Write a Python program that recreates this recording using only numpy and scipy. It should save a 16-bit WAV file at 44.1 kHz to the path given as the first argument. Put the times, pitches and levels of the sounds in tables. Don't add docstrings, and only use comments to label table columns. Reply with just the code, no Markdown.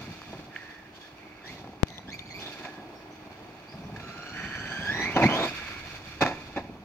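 import sys
import numpy as np
from scipy import signal
from scipy.fft import rfft, irfft
from scipy.io import wavfile
from scipy.ndimage import map_coordinates

SR = 44100
rng = np.random.default_rng(int(sys.argv[2]) if len(sys.argv) > 2 else 0)


def persist_wave(psi):
    counts = np.round(np.clip(psi, -1, 1) * 32767).astype(np.int16)
    wavfile.write(sys.argv[1], SR, np.atleast_2d(counts).T)


N = 301644
TIME = np.arange(N) / SR
FREQS = np.maximum(np.fft.rfftfreq(N, 1 / SR), 1)
TOP_HZ = 15800

# (frequency [Hz], level [dB])
SHELL_TONE = [(1500, -13), (2900, 5.5), (3600, 3), (4500, 1.5), (5300, -0.5), (6000, -6.5), (7300, -9.5),
              (8400, -21), (9600, -20.5), (12000, -14.5), (15500, -24)]
# (frequency [Hz], width [Hz], boost [dB])
HOUSING_RESONANCES = [(1385, 64, 3.5), (1476, 60, -7.5), (1679, 150, 12.5), (2363, 270, 6.5), (2556, 54, 4),
                      (2810, 210, -3), (3450, 150, 6.5), (4600, 150, 0.5), (6100, 113, 9.5),
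                      (6440, 120, 4.5)]


def undb(db):
    return np.exp(np.asarray(db) * (np.log(10) / 20))


def unit(x):
    return x / np.sqrt(np.mean(x ** 2))


def over_time(table):
    times, *columns = np.transpose(table)
    return [np.interp(TIME, times, column) for column in columns]


def over_hz(points):
    hz, value = np.transpose(points)
    return np.interp(np.log(FREQS), np.log(hz), value)


def boosts(resonances):
    return sum(db / (1 + (2 * (FREQS - hz) / width) ** 2) for hz, width, db in resonances)


def colour(x, db):
    cepstrum = irfft(np.log(undb(db)), N)
    cepstrum[1:N // 2] *= 2
    cepstrum[N // 2 + 1:] = 0
    return irfft(rfft(x) * np.exp(rfft(cepstrum)), N)


def wobble(rate):
    knots = rng.standard_normal(8192)
    coarse_times = np.linspace(0, N / SR, N // 16)
    smooth = map_coordinates(knots, [2 * rate * coarse_times], order=3, mode="wrap")
    return unit(np.interp(TIME, coarse_times, smooth))


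def noise(tone_db):
    return unit(colour(rng.standard_normal((2, N)), tone_db))


def impacts(rate, spread_db):
    out = np.zeros((2, N))
    hits = rng.random(out.shape) < rate / SR
    sizes = rng.exponential(size=out.shape)[hits]
    pushes = rng.standard_normal(out.shape)[hits]
    out[hits] = pushes * undb(spread_db * np.minimum(sizes, 4))
    return unit(out)


def patter(tone_db, rate, spread_db):
    return unit(colour(impacts(rate, spread_db), tone_db))


def envelope(start, length, attack, t60):
    rise = np.clip((TIME - start) / attack, 0, 1)
    return rise * np.exp(-np.log(1000) * np.clip((TIME - start - length) / t60, 0, 3))


def ring(start, db, hz, t60):
    out = np.zeros(N)
    span = slice(int(start * SR) + 1, int((start + 2 * t60) * SR))
    age = TIME[span] - start
    out[span] = undb(db) * np.sin(2 * np.pi * hz * age) * np.exp(-np.log(1000) * age / t60)
    return out


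def microphones(pair, diffuse):
    # (frequency [Hz], likeness [0 to 1])
    likeness = [(100, 1), (300, 0.99), (700, 0.98), (1400, 0.82), (3000, 0.69), (7000, 0.2), (15000, 0.16)]
    # (frequency [Hz], left minus right [dB])
    shading = [(100, 0), (700, -.7), (1300, -2), (2400, -6), (3600, -2.5), (4500, -3.5), (5300, 3),
               (6300, 6), (7300, 0), (15000, 1)]
    # (frequency [Hz], delay [ms])
    right_lag = [(150, 0.048), (600, 0.044), (1700, 0.051), (3200, .12), (4500, 0.18), (6000, 0.311),
                 (15000, 0.303)]
    alike = np.clip(over_hz(likeness), 0, 1) ** diffuse
    mid, side = rfft(pair) * np.sqrt([1 + alike, 1 - alike]) / np.sqrt(2)
    shade = undb(over_hz(shading) / 2)
    delay = np.exp(-2j * np.pi * FREQS * over_hz(right_lag) / 1000)
    return irfft([(mid + side) * shade, (mid - side) / shade * delay], N)


def yard_echo(x, t60=0.77, tail_db=-11, wall_s=.075, wall_db=-15):
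    fade = np.exp(-np.log(1000) * np.minimum(TIME / t60, 4))
    tail = rng.standard_normal((2, N)) * fade * np.minimum(TIME / 0.0065, 1)
    tail *= undb(tail_db) / np.sqrt(np.sum(tail ** 2) / 2)
    wall = undb(wall_db) * np.exp(-2j * np.pi * FREQS * wall_s)
    return irfft(rfft(x) * (rfft(tail) + wall * np.array([[1], [0]])), N)


def nearness():
    # (time [s], distance from the microphones [m])
    path = [(0, 16.5), (1.3, 17.1), (2.4, 14.2), (3.6, 9.7), (4.4, 8.2), (5.1, 3.04), (6.2, 7.1),
            (6.84, 17)]
    return 1 / np.maximum(over_time(path)[0], 1)


def town(traffic_db=-55, hum_hz=308, hum_db=-55):
    # (frequency [Hz], level [dB])
    traffic_tone = [(25, -25), (45, -10), (120, -8), (200, -32), (320, -3), (460, -14), (700, -9),
                    (1400, -14.5), (2400, -16), (3100, -22), (4600, -29.5), (6300, -34.5), (8400, -43),
                    (15500, -35.5)]
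    traffic = noise(over_hz(traffic_tone)) * undb(traffic_db + 1.8 * wobble(2.273))
    hum = np.sin(2 * np.pi * hum_hz * TIME + 0.69 * wobble(10)) * undb(hum_db + 2 * wobble(6))
    return microphones(traffic, diffuse=57.0) + hum


def chirps(waver=.04, direct_db=-8, scatter_db=4):
    # (time [s], level [dB], length [s], start pitch [Hz], end pitch [Hz])
    calls = [(2.942, -51.5, 0.055, 5220, 5650), (3.106, -52, 0.033, 6050, 5980),
             (3.679, -42.5, 0.032, 4550, 4910), (3.71, -48, .03, 5200, 4850),
             (3.823, -54, 0.042, 5850, 5600)]
    out = np.zeros(N)
    for start, db, length, start_hz, end_hz in calls:
        progress = np.clip((TIME - start) / length, 0, 1)
        hz = (start_hz + (end_hz - start_hz) * progress) * (1 + waver * wobble(190))
        out += undb(db) * np.sin(np.pi * progress) * np.sin(2 * np.pi * np.cumsum(hz) / SR)
    return undb(direct_db) * out + undb(scatter_db) * yard_echo(out, t60=0.27, wall_db=-28)


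def breeze(start_s=5.3, length_s=1.37, rumble_db=-51, corner_hz=130):
    tone_db = -10 * np.log10((1 + (FREQS / corner_hz) ** 8) * (1 + (corner_hz / 2 / FREQS) ** 2))
    rumble = noise(np.maximum(tone_db, -80))
    return rumble * undb(rumble_db) * envelope(start_s, length_s, attack=0.13, t60=.6)


def camera(tick_s=.5622, pop_s=1.83287, step_db=1.0, drain_hz=98):
    # (pitch [Hz], level [dB], fade time [s])
    case_rings = [(1760, -17, .012), (2150, -23, .007), (2900, -29, .005)]
    tick = sum(ring(tick_s, db, hz, t60) for hz, db, t60 in case_rings)
    tick = signal.sosfilt(signal.butter(4, [1580, 3200], "band", fs=SR, output="sos"), tick)
    step = undb(step_db) * np.clip((TIME - pop_s) / .00006 + .5, 0, 1)
    pop = signal.sosfilt(signal.butter(2, drain_hz, "high", fs=SR, output="sos"), step)
    pop = colour(pop, boosts([(9000, 3500, -7)]))
    return np.array([tick / 2 + pop, tick])


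def controller_sizzle(switch_hz=12000, flutter_rate=230):
    # (time [s], length [s], level [dB])
    sizzles = [(1.5, .04, -68), (1.88, 0.092, -72), (2.12, 0.034, -63), (2.331, .05, -58), (2.42, .22, -77)]
    gain = sum(undb(db) * envelope(start, length, attack=.02, t60=.1) for start, length, db in sizzles)
    tone = np.sin(2 * np.pi * switch_hz * TIME)
    return gain * tone * np.array([wobble(flutter_rate), wobble(flutter_rate)])


def grit(crack_t60=0.0081):
    # (time [s], level [dB], pitch [Hz], fade time [s], crack compared with ring [dB])
    stones = [(.218, -27.5, 1200, 0.0066, -16), (.236, -37, 1350, 0.0072, -13),
              (1.183, -42, 2650, .015, -13), (1.477, -37, 4360, .012, -13), (1.643, -33, 740, 0.026, -31),
              (1.675, -31, 790, 0.013, -22), (1.87, -42, 3700, 0.013, -1), (1.884, -40, 4650, .014, 0),
              (1.903, -34, 3670, 0.013, -4), (1.982, -28.5, 3535, 0.018, -16),
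              (1.992, -35, 905, 0.012, -15), (2.104, -35, 3570, 0.018, -9),
              (2.193, -24.5, 3600, 0.016, -12), (2.292, -40, 3530, .019, -11),
              (3.962, -39, 1705, 0.064, -14)]
    rings = sum(ring(start, db, hz, t60) for start, db, hz, t60, _ in stones)
    cracks = sum(undb(db + crack_db) * envelope(start, 0, 1 / SR, crack_t60)
                 for start, db, _, _, crack_db in stones)
    return rings + cracks * noise(over_hz(SHELL_TONE))


def tyres(soil_db=-34.5, tread_db=-30.5, bump_db=1.5, takeoff_s=5.48, landing_s=6.21, flight_db=-4):
    # (frequency [Hz], level [dB])
    soil_tone = [(25, -21), (55, -5.5), (110, 1), (200, 1.5), (250, -3), (350, -17.5), (800, -51)]
    # (frequency [Hz], level [dB])
    grass_tone = [(100, -21.5), (220, -2), (280, 0), (390, 2.5), (500, -5), (720, 1), (1100, -7.5),
                  (1600, -23.5), (4000, -44.5)]
    # (time [s], length [s], thud [dB], patter [dB])
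    patches = [(-.05, 0.12, -44.5, -50.5), (0.262, 0.15, -45.5, -50.5), (1.447, 0.26, -50, -52),
               (1.877, 0.53, -50.5, -57.5), (2.361, 0.59, -69, -48), (3.724, 0.32, -44, -52),
               (4.303, 0.612, -44.5, -69), (4.928, 0.25, -42.5, -41), (6.556, 0.21, -48.5, -58)]
    in_air = (TIME > takeoff_s) & (TIME < landing_s)
    rolling = nearness() * undb(flight_db * in_air)
    power = np.outer(undb([soil_db, tread_db]), rolling) ** 2
    for start, length, *levels_db in patches:
        power += np.outer(undb(levels_db), envelope(start, length, attack=0.023, t60=0.77)) ** 2
    soil_gain, tread_gain = np.sqrt(power)
    soil = patter(over_hz(soil_tone), rate=3000, spread_db=0.57) * soil_gain
    grass = patter(over_hz(grass_tone), rate=3000, spread_db=1.1) * tread_gain
    return (soil + grass) * undb(bump_db * wobble(24))


def ramp():
    # (time [s], level [dB])
    crossing = [(5.15, -43), (5.17, -20), (5.21, -25), (5.25, -33), (5.29, -26.5), (5.37, -27.5),
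                (5.445, -23.5), (5.465, -32), (5.495, -44)]
    # (frequency [Hz], level [dB])
    board_tone = [(25, -39), (60, -37), (120, -12), (280, -6.5), (450, -6.5), (700, -2), (1030, -8.5),
                  (1400, -14), (2600, -21), (4000, -53), (9000, -68)]
    # (frequency [Hz], width [Hz], boost [dB])
    board_resonances = [(105.5, 24, 7.6), (239.2, 30, 8), (325.6, 32.6, 8), (680, 70, 4), (810, 20.8, -5),
                        (997, 63, 7.5)]
    drumming = patter(over_hz(board_tone) + boosts(board_resonances), rate=3000, spread_db=0.33)
    on_ramp = (TIME > crossing[0][0]) & (TIME < crossing[-1][0])
    return drumming * undb(over_time(crossing)[0]) * on_ramp


def body_knocks(contact_size=4.6, samples=16384):
    # (time [s], level [dB], rise time [s], fade time [s], treble tilt [dB per octave])
    knocks = [(.069, -39, .006, 0.15, -7), (0.329, -35, 0.0033, 0.1, -2.5), (.39, -37, 0.0051, 0.086, -4),
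              (1.641, -42, 0.0019, 0.066, -0.5), (1.671, -43, 0.0016, .08, -3),
              (1.69, -40, 0.0055, 0.048, -7), (2.083, -37, 0.0034, 0.057, -9.5),
              (2.632, -35, 0.021, 0.15, 1), (2.77, -44, 0.0091, 0.34, -9), (3.96, -41, .003, 0.11, 4),
              (3.995, -40.5, 0.0048, .076, 4), (5.162, -19, .003, 0.091, 0),
              (5.212, -21.5, 0.0065, 0.082, -5.5), (5.224, -17, 0.0029, 0.094, -1.5),
              (5.237, -17.5, 0.0029, 0.061, -5.5), (5.25, -13.5, 0.004, 0.09, -26),
              (6.207, -19, .009, 0.084, 3), (6.2194, -17, 0.004, 0.097, 0.5), (6.249, -27, .004, 0.086, -2),
              (6.261, -20.5, 0.0022, 0.036, 1.5), (6.273, -31, .004, .13, 3),
              (6.305, -32, 0.009, 0.1, -1.5), (6.557, -25, 0.015, 0.13, -1),
              (6.689, -36.5, 0.0099, 0.054, -9.5)]
    # (frequency [Hz], level [dB])
    body_tone = [(25, -48), (50, -25), (105, -0.5), (180, -0.5), (260, 7), (450, -5), (760, 1.5),
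                 (1150, -11), (1400, -13), (2400, -11.5), (3150, -25.5), (3750, -17), (7200, -33),
                 (9000, -52), (12100, -43), (15500, -57)]
    # (frequency [Hz], width [Hz], boost [dB])
    shell_resonances = [(251.1, 60, -6), (573, 29.5, 6.5), (760, 91, 0.5), (1000, 180, 5), (1349, 43, 12),
                        (1695, 170, 12.5), (1990, 60, -0.5), (2447, 80, 7), (2640, 230, 5.5),
                        (3593, 126, 9.5), (4067, 55, -4)]
    ticks = impacts(rate=4000, spread_db=1.65)
    contacts = [int((start + rise) * SR) for start, _, rise, _, _ in knocks]
    ticks[0, contacts] += contact_size
    clatter = colour(ticks, over_hz(body_tone) + boosts(shell_resonances))
    octaves = np.log2(np.clip(np.fft.rfftfreq(samples, 1 / SR), 220, 6000) / 700)
    out = np.zeros((2, N))
    for start, db, rise, t60, tilt_db in knocks:
        span = slice(int(start * SR), int(start * SR) + samples)
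        age = np.maximum(TIME[span] - start, 0)
        shape = np.minimum(age / rise, 1) * np.exp(-np.log(1000) * np.maximum(age - rise, 0) / t60)
        tilted = irfft(rfft(clatter[:, span], samples) * undb(tilt_db * octaves))
        knock = tilted[:, :len(age)] * shape
        even_out = np.sqrt(np.sum(shape ** 2) / np.sum(knock ** 2, axis=1, keepdims=True))
        out[:, span] += knock * even_out * undb(db)
    return out


def gear_rattle(whine_gain, overtone_db, box_db=-36.5, shell_db=-39.5, rasp_db=-14, flutter_db=1.16,
                drone_hz=1790, drone_width_hz=300, fade_db_per_s=8.5):
    # (time [s], length [s], gearbox [dB], shell [dB], drone [dB])
    slack_spells = [(-.05, 0.46, -51.5, -50.5, -73), (0.515, 0.2, -51.5, -55.5, -56),
                    (0.91, .12, -70, -56, -75), (1.16, 0.32, -55, -64.5, -74),
                    (1.438, 0.11, -55, -50.5, -73), (2.372, 0.1, -47, -45, -62),
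                    (2.49, .18, -50, -51.5, -66), (4.006, 0.28, -50, -60, -66),
                    (4.32, 0.25, -42.5, -55.5, -40), (4.596, 0.381, -45, -58, -49),
                    (4.93, 0.18, -41, -55, -50), (5.156, 0.6, -36.5, -42.5, -67),
                    (5.794, 0.77, -49, -49.5, -72)]
    # (frequency [Hz], level [dB])
    gearbox_tone = [(500, -38), (1000, -3), (1400, 3), (1750, -3), (2300, 2), (2600, 3), (2950, -4),
                    (4000, -36), (8000, -40)]
    # (frequency [Hz], width [Hz], boost [dB])
    shell_rings = [(2960, 310, -5), (3528, 153, 9), (4020, 180, -1.5), (4280, 150, 7), (4626, 86, 10),
                   (5510, 140, 3), (5970, 140, 8), (6550, 140, 6.5), (7930, 260, 4.5)]
    power = np.outer([undb(box_db), undb(shell_db), 0], nearness()) ** 2
    for start, length, *levels_db in slack_spells:
        fade = undb(-fade_db_per_s * np.maximum(TIME - start, 0))
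        slack = envelope(start, length, attack=0.051, t60=0.79) * fade
        power += np.outer(undb(levels_db), slack) ** 2
    box_gain, shell_gain, drone_gain = np.sqrt(power)
    shell_gain += whine_gain * undb(overtone_db + rasp_db)
    box = patter(over_hz(gearbox_tone) + 0.75 * boosts(HOUSING_RESONANCES), rate=6000, spread_db=0.99)
    shell = patter(over_hz(SHELL_TONE) + boosts(shell_rings), rate=7000, spread_db=0.47)
    drone_tone = -20 * np.log10(1 + (2 * (FREQS - drone_hz) / drone_width_hz) ** 2)
    drone = patter(drone_tone, rate=5000, spread_db=1.0)
    return (box * box_gain + shell * shell_gain + drone * drone_gain) * undb(flutter_db * wobble(21.3))


def throttle(db_per_octave=15, attack_share=.3):
    # (time [s], pitch [Hz])
    run_pitch = [(4.0, 1375), (4.15, 1370), (4.24, 1440), (4.29, 1420), (4.37, 1480), (4.5, 1495),
                 (4.72, 1560), (4.86, 1605), (4.9, 1705), (4.96, 1950), (5.04, 1960), (5.08, 2240),
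                 (5.11, 2380), (5.155, 3100), (5.2, 2650), (5.225, 2430), (5.237, 2000), (5.27, 2200),
                 (5.29, 3020), (5.345, 3080), (5.38, 3560), (5.435, 3730), (5.47, 3820)]
    # (time [s], level [dB], overtone boost [dB])
    run_load = [(3.99, -53, -10), (4.04, -40.5, -12.5), (4.3, -39, -11.5), (4.6, -35, -11),
                (4.83, -36, -8.5), (4.89, -28, -12.5), (4.96, -27.5, -15.5), (5.04, -27, -14),
                (5.08, -26, -25), (5.12, -39, -12), (5.155, -31.5, -14), (5.204, -36, -14),
                (5.238, -15, -23.5), (5.265, -21.5, -15), (5.28, -30.5, -18), (5.32, -27.5, -21),
                (5.37, -31, -5), (5.425, -31.5, 0), (5.46, -38.5, 6)]
    # (time [s], length [s], start pitch [Hz], end pitch [Hz], level [dB],
    # overtone boost [dB])
    blips = [(0, 0.069, 2284, 2205, -50.5, -12), (0.478, 0.31, 1820, 1806, -45.5, -25),
             (0.762, .12, 1780, 1766, -53, -30), (0.919, 0.054, 1500, 1563, -57, -3),
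             (0.99, 0.077, 1652, 1760, -51.5, -3.5), (1.179, .22, 2138, 2194, -54, -42),
             (1.433, 0.061, 1625, 2116, -42, -8), (1.526, 0.065, 2064, 1970, -54, -7),
             (1.856, 0.13, 2075, 1994, -49, -3), (2.068, .035, 1566, 1785, -49, -1),
             (2.106, 0.041, 2000, 2330, -41, -0.5), (2.174, 0.046, 2100, 2298, -45, -5),
             (2.253, 0.031, 2160, 2287, -51, 4), (2.296, 0.032, 2180, 2154, -46, -0.5),
             (2.327, 0.058, 2325, 2385, -42.5, -1.5), (2.375, 0.035, 2453, 3093, -45, -2),
             (2.412, 0.065, 3497, 3617, -36.5, -20), (2.502, 0.2, 1666, 1664, -48, -22),
             (2.699, .1, 1670, 1668, -55, -12), (5.45, 0.048, 4485, 5000, -38.5, -7),
             (5.47, .35, 2273, 2204, -44, -17), (6.302, .13, 2365, 2420, -50, -8)]
    hz, db, overtone_db = over_time(run_pitch) + over_time(run_load)
    run_start, run_end = run_load[0][0], run_load[-1][0]
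    gain = undb(db) * envelope(run_start, run_end - run_start, attack=.018, t60=0.041)
    for start, length, start_hz, end_hz, blip_db, blip_overtone_db in blips:
        blip_hz = np.interp(TIME, [start, start + length], [start_hz, end_hz])
        shape = envelope(start, length, attack=attack_share * length, t60=.14)
        blip_gain = undb(blip_db + db_per_octave * np.log2(blip_hz / end_hz)) * shape
        leads = blip_gain > gain
        hz = np.where(leads, blip_hz, hz)
        overtone_db = np.where(leads, blip_overtone_db, overtone_db)
        gain = np.maximum(blip_gain, gain)
    return hz, gain, overtone_db


def gear_whine(hz, gain, overtone_db, teeth=12, throb_depth=.37, slack_rate=230, slip_db=1.75):
    multiples = [.5, 1, 2, 3, 4, 5]
    levels_db = [-15.5, -0.5, 2, 0.5, -3.5, 5]
    # (frequency [Hz], level [dB])
    housing_tone = [(700, 2.5), (1400, -4), (2300, -1.5), (3100, 0), (3550, -1), (3920, 3.5), (4130, -2),
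                    (4380, 0), (5000, -9), (5600, 0.5), (6100, -7), (7100, -15.5), (7700, -18), (8400, -33),
                    (10000, -41), (12000, -27), (15500, -34)]
    metres = 1 / nearness()
    jitter = (0.00607 + .0006 * metres) * wobble(97.3)
    wander = .008 * wobble(18)
    phase = 2 * np.pi * np.cumsum(hz * (1 + jitter + wander)) / SR
    throb = 1 + throb_depth * np.cos(phase / teeth + wobble(23))
    blur = .44 + .008 * metres
    loss_db = 0.13 * metres * (hz / 5000) ** 2
    out = np.zeros((2, N))
    for k, db in zip(multiples, levels_db):
        size = undb(db + (overtone_db if k > 1 else 0) - loss_db * k ** 2) * (k * hz < TOP_HZ)
        scatter = blur * k ** .28
        sine, cosine = np.sin(k * phase), np.cos(k * phase)
        out[0] += size * (1 + scatter * wobble(slack_rate)) * sine
        out[0] += size * scatter * wobble(slack_rate) * cosine
        out[1] += size * 1.75 * scatter * wobble(slack_rate) * cosine
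    load = gain * undb(-3.0 + slip_db * wobble(32))
    whine = out * throb * load / np.sqrt(.5 + 2 * blur ** 2)
    return colour(whine, over_hz(housing_tone) + 0.72 * boosts(HOUSING_RESONANCES))


def scene():
    hz, gain, overtone_db = throttle()
    whine, knocks = gear_whine(hz, gain, overtone_db), body_knocks()
    direct = microphones(whine + knocks + grit() + controller_sizzle(), diffuse=1.0)
    rustle = microphones(gear_rattle(gain, overtone_db) + tyres() + ramp() + breeze(), diffuse=1.96)
    echo = microphones(yard_echo(whine[0] + undb(-4.5) * knocks[0]), diffuse=8.3)
    return direct + rustle + echo + chirps() + town() + camera()


def record(dry):
    treble_cut = signal.ellip(8, .1, 60, TOP_HZ, fs=SR, output="sos")
    return signal.sosfiltfilt(treble_cut, np.clip(dry, -1, 1))


dry = scene()
out = record(dry)
persist_wave(out)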